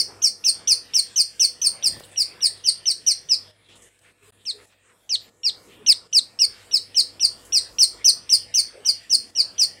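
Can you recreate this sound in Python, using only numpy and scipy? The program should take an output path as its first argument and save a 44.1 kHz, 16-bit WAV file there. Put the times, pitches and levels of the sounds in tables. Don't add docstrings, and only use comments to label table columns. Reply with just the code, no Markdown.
import sys
import numpy as np
from scipy import signal
from scipy.fft import rfft, irfft
from scipy.io import wavfile
from scipy.ndimage import uniform_filter1d

SR = 44100
rng = np.random.default_rng(int(sys.argv[2]) if len(sys.argv) > 2 else 0)


def file_out(sig):
    cols = np.atleast_2d(sig).T
    lim = np.clip(cols, -1, 1)
    pcm = np.round(lim * 32767).astype(np.int16)
    wavfile.write(sys.argv[1], SR, pcm)


def makeup_ratio(level_db):
    decades = np.asarray(level_db, float) / 20
    return 10 ** decades


N = 432180


def colour(table, hz):
    f, db = np.transpose(table)
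    return makeup_ratio(np.interp(np.log(np.maximum(hz, 1)), np.log(f), db))


def band(x, hz, width):
    low, high = max(hz - width / 2, 20), min(hz + width / 2, 20000)
    y = signal.sosfilt(signal.butter(2, [low, high], "band", fs=SR, output="sos"), x)
    return y / np.std(y)


def add(out, s, x):
    i = max(int(s * SR), 0)
    out[i:i + len(x)] += x[:len(out) - i]


def walk(n, rate):
    k = int(SR / rate)
    held = np.repeat(rng.standard_normal(n // k + 2), k)
    return 1.52 * uniform_filter1d(held, k)[:n]


def decay(n, t60):
    return np.exp(-np.log(1000) * np.arange(n) / SR / t60)


def latest(table, s):
    return [row[1:] for row in table if row[0] < s][-1]


NOTE_SAMPLES = 4410

UPPER_PARTIALS = [-15, -6, -15.5]
# (frequency [Hz], level [dB])
TRACT = [(1800, -8.5), (3000, 1), (4300, -2), (6000, 2.5), (7200, -2), (8600, 6.5), (9600, -10),
         (11500, -19), (13500, -15.5), (15500, -11)]


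def note_pitch(t, length, end, top_hz, hook_s, hook_share, knee_hz, plunge_hz):
    hook_dip_s, settle_s, plunge_s = 0.0064, .006, .008
    usual_hz, top_kept = 2962, 0.31
    from_hz = usual_hz + top_kept * (top_hz - usual_hz)
    knee = length - plunge_s
    fall = from_hz + (knee_hz - from_hz) * (np.minimum(t, end) - hook_s) / (knee - hook_s)
    fall -= plunge_hz * np.clip((t - knee) / (end - knee), 0, 1) ** 2
    to_top = np.clip((hook_s - t) / max(hook_s - hook_dip_s, .001), 0, 1)
    hook = (1 - (1 - hook_share) * to_top ** 2.4) * top_hz
    settling = fall + (top_hz - from_hz) * np.exp(-(t - hook_s) / settle_s)
    hz = np.where(t < hook_s, hook, settling)
    return uniform_filter1d(hz, 90) * (1 + 0.005 * walk(NOTE_SAMPLES, 300))


def note_level(t, length, soft_db):
    swell_s, tire, usual_db = .017, .3, 28
    fade_s, fade_db, waver_db = .01, 5.5, 2
    opening = -(0.59 * soft_db + 4) * np.exp(-(t / swell_s) ** 2) - 14 * np.exp(-t / 0.002)
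    tiring = tire * (soft_db - usual_db) * (t / length - .5)
    fade = -fade_db * np.clip((t - length) / fade_s + 1, 0, 2)
    return opening + tiring + fade + waver_db * walk(NOTE_SAMPLES, 81)


def note(length, top_hz, soft_db, first_db, fourth_db, hook_s, hook_share, knee_hz, plunge_hz):
    t = np.arange(NOTE_SAMPLES) / SR
    end = length + 0.0042
    hz = note_pitch(t, length, end, top_hz, hook_s, hook_share, knee_hz, plunge_hz)
    phase = 2 * np.pi * np.cumsum(hz) / SR
    edge = np.sqrt(2) * np.clip(t / 0.0011, 0, 1) * np.clip((end - t) / 0.0063, 0, 1)
    shape_db = note_level(t, length, soft_db)
    level = makeup_ratio(shape_db) / colour(TRACT, 2 * hz)

    third_db = -19 + .4 * fourth_db
    partials = [0, third_db, fourth_db, *(fourth_db + np.array(UPPER_PARTIALS))]
    stack = np.zeros(NOTE_SAMPLES)
    for number, db in enumerate(partials, start=2):
        brighten_db = 0.33 * shape_db if number > 2 else 0
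        gain = makeup_ratio(db + brighten_db + 1.42 * walk(NOTE_SAMPLES, 200))
        stack += gain * colour(TRACT, number * hz) * np.sin(number * phase)
    breath = band(rng.standard_normal(NOTE_SAMPLES), 9000, 7800) * makeup_ratio(-37)

    body_db = first_db - 1 - 5 * t / length + 0.038 * shape_db + 2.2 * walk(NOTE_SAMPLES, 150)
    first = colour(TRACT, hz) * np.sin(phase)
    click = band(band(rng.standard_normal(NOTE_SAMPLES), 3200, 1300), 3200, 1300)
    opening = makeup_ratio(8) * decay(NOTE_SAMPLES, .022)
    shutting = makeup_ratio(-3) * makeup_ratio(-60 * abs(end - t) / .05)
    tick = click * (opening + shutting)
    return edge * (level * (stack + breath) + makeup_ratio(body_db) * (first + tick))


def early_echoes(dry, room_db):
    n = 5000
    scatter = rng.standard_normal(n) * decay(n, 0.22)
    scatter *= np.clip(np.arange(n) / SR / 0.00089, 0, 1)
    heard = signal.fftconvolve(dry, scatter) * makeup_ratio(room_db - 11.5)
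    add(heard, 0, dry)
    lags_s = np.array([.0022, .0045, .007, .011]) * (1 + .3 * rng.standard_normal(4))
    for lag_s, share in zip(lags_s, rng.uniform(.5, 1, 4)):
        add(heard, abs(lag_s), dry * share * makeup_ratio(room_db + 14))
    return heard


def room_tail(send):
    n = 30000
    noise = rng.standard_normal(n)
    low, high = band(noise, 7800, 9800), band(noise, 15000, 7000)
    tail = low * decay(n, 0.43) + makeup_ratio(-4.5) * high * decay(n, 0.27)
    return signal.fftconvolve(send, tail) * makeup_ratio(-30.0)


# (start [s], length [s], top pitch [Hz], level [dB], softer opening [dB])
FIRST_RUN = [(-.048, 0.068, 3129, -13, 12), (0.218, 0.067, 3224, -14, 16.5),
             (0.4392, 0.065, 3140, -14.5, 5.5), (.673, 0.064, 3165, -13.5, 10),
             (0.9354, 0.067, 3075, -15.5, 10), (1.1585, 0.063, 3210, -14, 14),
             (1.3951, 0.064, 3103, -14, 7), (1.6152, .066, 3180, -16, 6.5),
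             (1.825, 0.062, 3040, -16.5, 22.5), (2.159, .071, 2930, -17.5, 30.5),
             (2.4055, 0.065, 2956, -15.5, 40), (2.6383, 0.063, 3134, -15, 23),
             (2.8556, 0.065, 3070, -17, 8.5), (3.0636, 0.06, 3060, -15.5, 1.5),
             (3.287, 0.063, 3014, -14.5, 17.5)]
LONE_NOTES = [
    (4.452, .062, 3180, -25, 28),
    (5.092, 0.066, 3200, -19.5, 22),
    (5.4324, 0.066, 2840, -17.5, 22),
]
SECOND_RUN = [(5.8623, 0.066, 3110, -10, 29.5), (6.1267, 0.067, 3070, -12, 20),
              (6.3886, .065, 2924, -13, 14), (6.7114, 0.067, 2960, -15, 23),
              (6.9448, 0.067, 3075, -13.5, 28), (7.1956, 0.065, 2960, -14.5, 22.5),
              (7.522, 0.066, 2950, -14.5, 19), (7.784, 0.062, 3055, -11, 18.3),
              (8.0438, .061, 3104, -11, 17.4), (8.2924, 0.067, 3060, -12, 9.5),
              (8.5397, 0.067, 3117, -15, 8.2), (8.8476, 0.061, 3050, -15, 17.3),
              (9.0956, 0.063, 3120, -13.5, 15.5), (9.3499, 0.068, 2990, -15.5, 28),
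              (9.5797, 0.065, 3110, -14.5, 27)]
# (from [s], first partial [dB], fourth partial [dB], room share [dB])
PERCHES = [(-.1, -24, -7, -23), (1.3, -23, -5, -23), (2.1, -22, -7.5, -23), (2.6, -22.5, -10.5, -22.5),
           (3.2, -26.5, -14.5, -22.5), (4.4, -22.5, -18, -28.5), (5, -22, -20.5, -29),
           (5.8, -24.5, -11.5, -33), (6.3, -24, -12, -28.5), (6.6, -23.5, -13.5, -24.5),
           (7.1, -26.5, -11, -23), (7.7, -28, -7.5, -25), (8.4, -24.5, -6.5, -23.5),
           (8.7, -25.5, -10.5, -24), (9.3, -23, -17.5, -22.5), (9.5, -27, -11, -23.5)]
# (from [s], hook length [s], hook start [share of top pitch],
# pitch before the last bend [Hz], plunge [Hz], below 0 it levels off)
MANNERS = [(-.1, 0.013, 0.89, 2200, -90), (1.1, .01, 0.93, 2197, -90), (2.1, 0.013, 0.97, 2230, 248),
           (2.6, .014, .92, 2190, 100), (2.8, 0.0097, 0.97, 2157, 100), (3, 0.01, 0.94, 2195, -40),
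           (3.2, 0.0099, 1, 2256, 150), (4.4, 0.0022, 0.9, 2027, 200), (5, 0.0054, 0.94, 2064, 556),
           (5.3, 0.0097, 0.98, 2086, 499.5), (5.8, .011, .93, 2172, 299), (6.3, 0.014, 0.91, 2238, -80),
           (6.6, .012, 0.95, 2167, 120), (7.1, 0.016, 0.91, 2260, 100), (7.4, .013, .94, 2194, 120),
           (7.7, 0.015, .91, 2210, -37), (8.7, .013, 0.91, 2234, -57), (9.3, .011, .93, 2224, 80)]


def bird():
    lead = 4410
    near, send = np.zeros(N + lead), np.zeros(N + lead)
    core = slice(int(.022 * SR), int(.06 * SR))
    for s, length, top_hz, db, soft_db in FIRST_RUN + LONE_NOTES + SECOND_RUN:
        first_db, fourth_db, room_db = latest(PERCHES, s)
        dry = note(length, top_hz, soft_db, first_db, fourth_db, *latest(MANNERS, s))
        heard = early_echoes(dry, room_db)
        gain = makeup_ratio(db) / np.std(heard[core])
        add(near, s + lead / SR, heard * gain)
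        add(send, s + lead / SR, dry * gain * makeup_ratio(room_db))
    return near[lead:], room_tail(send)[lead:N + lead]


# (frequency [Hz], level [dB per Hz])
AIR_COLOUR = [(30, -31), (45, -10), (120, -3), (480, -1), (800, -7), (1800, -8.5), (3300, -8), (5500, -22),
              (8300, -12.5), (11500, -24), (15500, -30.5)]
# (time [s], level [dB])
STIR = [(0, 6.5), (.35, 1), (1.47, -0.5), (2.05, 2.5), (3.3, 0), (3.47, 0.5), (4.15, -6.5), (4.28, -0.5),
        (4.4, -4.5), (4.72, -2), (5.46, -3), (5.85, -2), (6.17, -3.5), (6.66, 1.8), (7.53, 1.4),
        (8.24, 0.5), (9.39, -1.5), (9.8, 1)]
# (level at rest [dB], share of stirring followed [1], own slow drift [dB])
LAYERS = [
    (-57.5, .9, 1.45),
    (-59, 1.1, 2),
    (-63.5, 1.2, 2.1),
]
# (frequency [Hz], level [dB])
HUM = [(53, -72), (99.5, -65), (490, -68), (674, -75), (1721, -74), (1852, -72.5), (1935, -83)]


def air():
    t = np.arange(N) / SR
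    stir_db = np.interp(t, *np.transpose(STIR))
    hz = np.fft.rfftfreq(N, 1 / SR)
    noise = rfft(rng.standard_normal(N)) * colour(AIR_COLOUR, hz)
    out = np.zeros(N)
    ranges = [(25, 1500, 1.8), (1500, 5000, 3), (5000, 16500, 3)]  # (from Hz, to Hz, flicker dB)
    for (db, share, drift_db), (lo, hi, flicker_db) in zip(LAYERS, ranges):
        edges = np.geomspace(lo, hi, 9)
        part = np.zeros(N)
        for a, b in zip(edges, edges[1:]):
            part += irfft(noise * (hz >= a) * (hz < b), N) * makeup_ratio(flicker_db * walk(N, 11))
        level_db = db + share * stir_db + drift_db * walk(N, 2) + 1.2 * walk(N, 14)
        out += part / np.std(part) * makeup_ratio(level_db)
    swell = makeup_ratio(.7 * stir_db)
    for f, db in HUM:
        tone = np.sin(2 * np.pi * f * t + .6 * walk(N, 9))
        out += swell * makeup_ratio(db + 2.5 + 2.2 * walk(N, 9)) * tone
    return out


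# (start [s], length [s], centre [Hz], width [Hz], level [dB])
NOISE_BANDS = [(0.08, 0.072, 750, 900, -49.5), (1.9, .2, 16000, 8000, -59.5), (2.115, 0.034, 3700, 900, -65),
               (4.513, 0.15, 430, 150, -59.5), (8.727, 0.085, 490, 220, -47.5), (3.635, 0.048, 3800, 600, -58),
               (3.685, 0.097, 3380, 1500, -55), (4.031, 0.088, 2150, 1600, -57.5),
               (4.379, 0.067, 3400, 840, -58.5), (4.578, 0.068, 1750, 1600, -56),
               (4.698, 0.049, 2500, 3000, -55), (4.832, 0.11, 1800, 1500, -55), (5.192, 0.12, 2800, 2200, -60),
               (5.21, .06, 13600, 1800, -63), (5.682, 0.087, 2860, 1600, -54.5),
               (6.486, 0.18, 2600, 3000, -51.5), (6.469, 0.078, 55, 67, -56), (7.978, 0.072, 2070, 500, -54),
               (8.69, 0.074, 1500, 600, -56.5), (6.9, 1.9, 52, 15, -63.5), (5.55, 0.22, 9500, 8500, -63.5),
               (1.88, 0.21, 110, 58, -57.5), (6.05, 0.41, 450, 280, -68.5), (8.047, 0.12, 460, 220, -59)]


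def noise_bands(out):
    for s, length, hz, width, db in NOISE_BANDS:
        n = int(length * SR)
        noise = band(rng.standard_normal(n), hz, width)
        add(out, s, makeup_ratio(db + 0.99 * walk(n, 81)) * noise * np.hanning(n) ** 0.23)


def wing_draught(out):
    start_s, end_s = 1.86, 2
    n = int((end_s - start_s) * SR)
    add(out, start_s, makeup_ratio(-48.5) * band(rng.standard_normal(n), 144, 312) * np.hanning(n) ** 0.12)


# (time [s], level [dB], centre [Hz], width [Hz], t60 [s])
TAPS = [(1.965, -38.5, 300, 600, 0.054), (1.97, -54, 8000, 8000, .03), (1.998, -41, 7000, 9000, 0.033),
        (2.006, -29.5, 500, 900, 0.013), (2.036, -43.5, 3960, 900, 0.078), (2.037, -45, 7900, 900, 0.084),
        (2.049, -47, 9190, 900, .1), (2.115, -50.5, 8500, 2000, 0.26), (2.575, -53, 8550, 3000, .06),
        (3.754, -56, 8540, 3000, 0.46), (3.82, -51, 7740, 2920, 0.41), (3.99, -53.5, 5980, 8820, 0.039),
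        (7.45, -48.5, 8800, 4950, 0.25)]


def taps(out):
    n = 9000
    for s, db, hz, width, t60 in TAPS:
        add(out, s, makeup_ratio(db) * band(rng.standard_normal(n), hz, width) * decay(n, t60))


# (start [s], length [s], frequency [Hz], level [dB])
HOOTS = [
    (3.468, 0.083, 634, -56),
    (3.8, 0.075, 495, -61.5),
    (4.21, 0.041, 424, -54.5),
    (4.275, 0.042, 435, -53.5),
    (4.519, 0.12, 423, -52),
    (5.783, 0.062, 434, -54.5),
    (8.747, 0.083, 435, -47),
    (8.93, 0.04, 500, -64),
]


def hoots(out):
    for s, length, hz, db in HOOTS:
        t = np.arange(int(length * SR)) / SR
        tone = np.sin(2 * np.pi * hz * (t - 0.028 * t ** 2 / length))
        add(out, s, makeup_ratio(db + 1.5 + 3.3 * walk(len(t), 62)) * np.hanning(len(t)) ** .5 * tone)


# (from [s], to [s], level [dB])
GATE = [
    (3.514, 3.687, -7),
    (3.89, 4.013, -5),
    (4.127, 4.226, -5.5),
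    (4.307, 4.325, -31),
    (4.322, 4.453, -4.5),
    (4.658, 5.09, -7.5),
    (5.299, 5.448, -7),
    (6.075, 6.117, -6.5),
    (9.307, 9.357, -7),
]


def noise_gate():
    gate_db = np.zeros(N)
    for a, b, db in GATE:
        gate_db[int(a * SR):int(b * SR)] = db
    return makeup_ratio(uniform_filter1d(gate_db, 150))


# (frequency [Hz], level [dB])
BARS = [(4900, -65.5), (7750, -61.5), (9400, -65.5), (13400, -68), (15400, -79)]


def bars(out):
    start_s, end_s = 4.25, 4.31
    n = int((end_s - start_s) * SR)
    for hz, db in BARS:
        add(out, start_s, makeup_ratio(db - 7.5) * band(rng.standard_normal(n), hz, 150))


def scene():
    near, tail = bird()
    background = tail + air()
    for source in (noise_bands, wing_draught, taps, hoots, bars):
        source(background)
    return (near + background * noise_gate())[None]


def top_cut(x):
    return signal.sosfilt(signal.butter(12, 16810, fs=SR, output="sos"), x)


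def record(dry):
    rounded = dry / (1 + (dry / .9) ** 6) ** (1 / 6)
    low_pass = signal.ellip(10, .3, 80, 15750, fs=SR, output="sos")
    mix = signal.sosfilt(low_pass, rounded)
    return top_cut(mix)


dry = scene()
out = record(dry)
file_out(out)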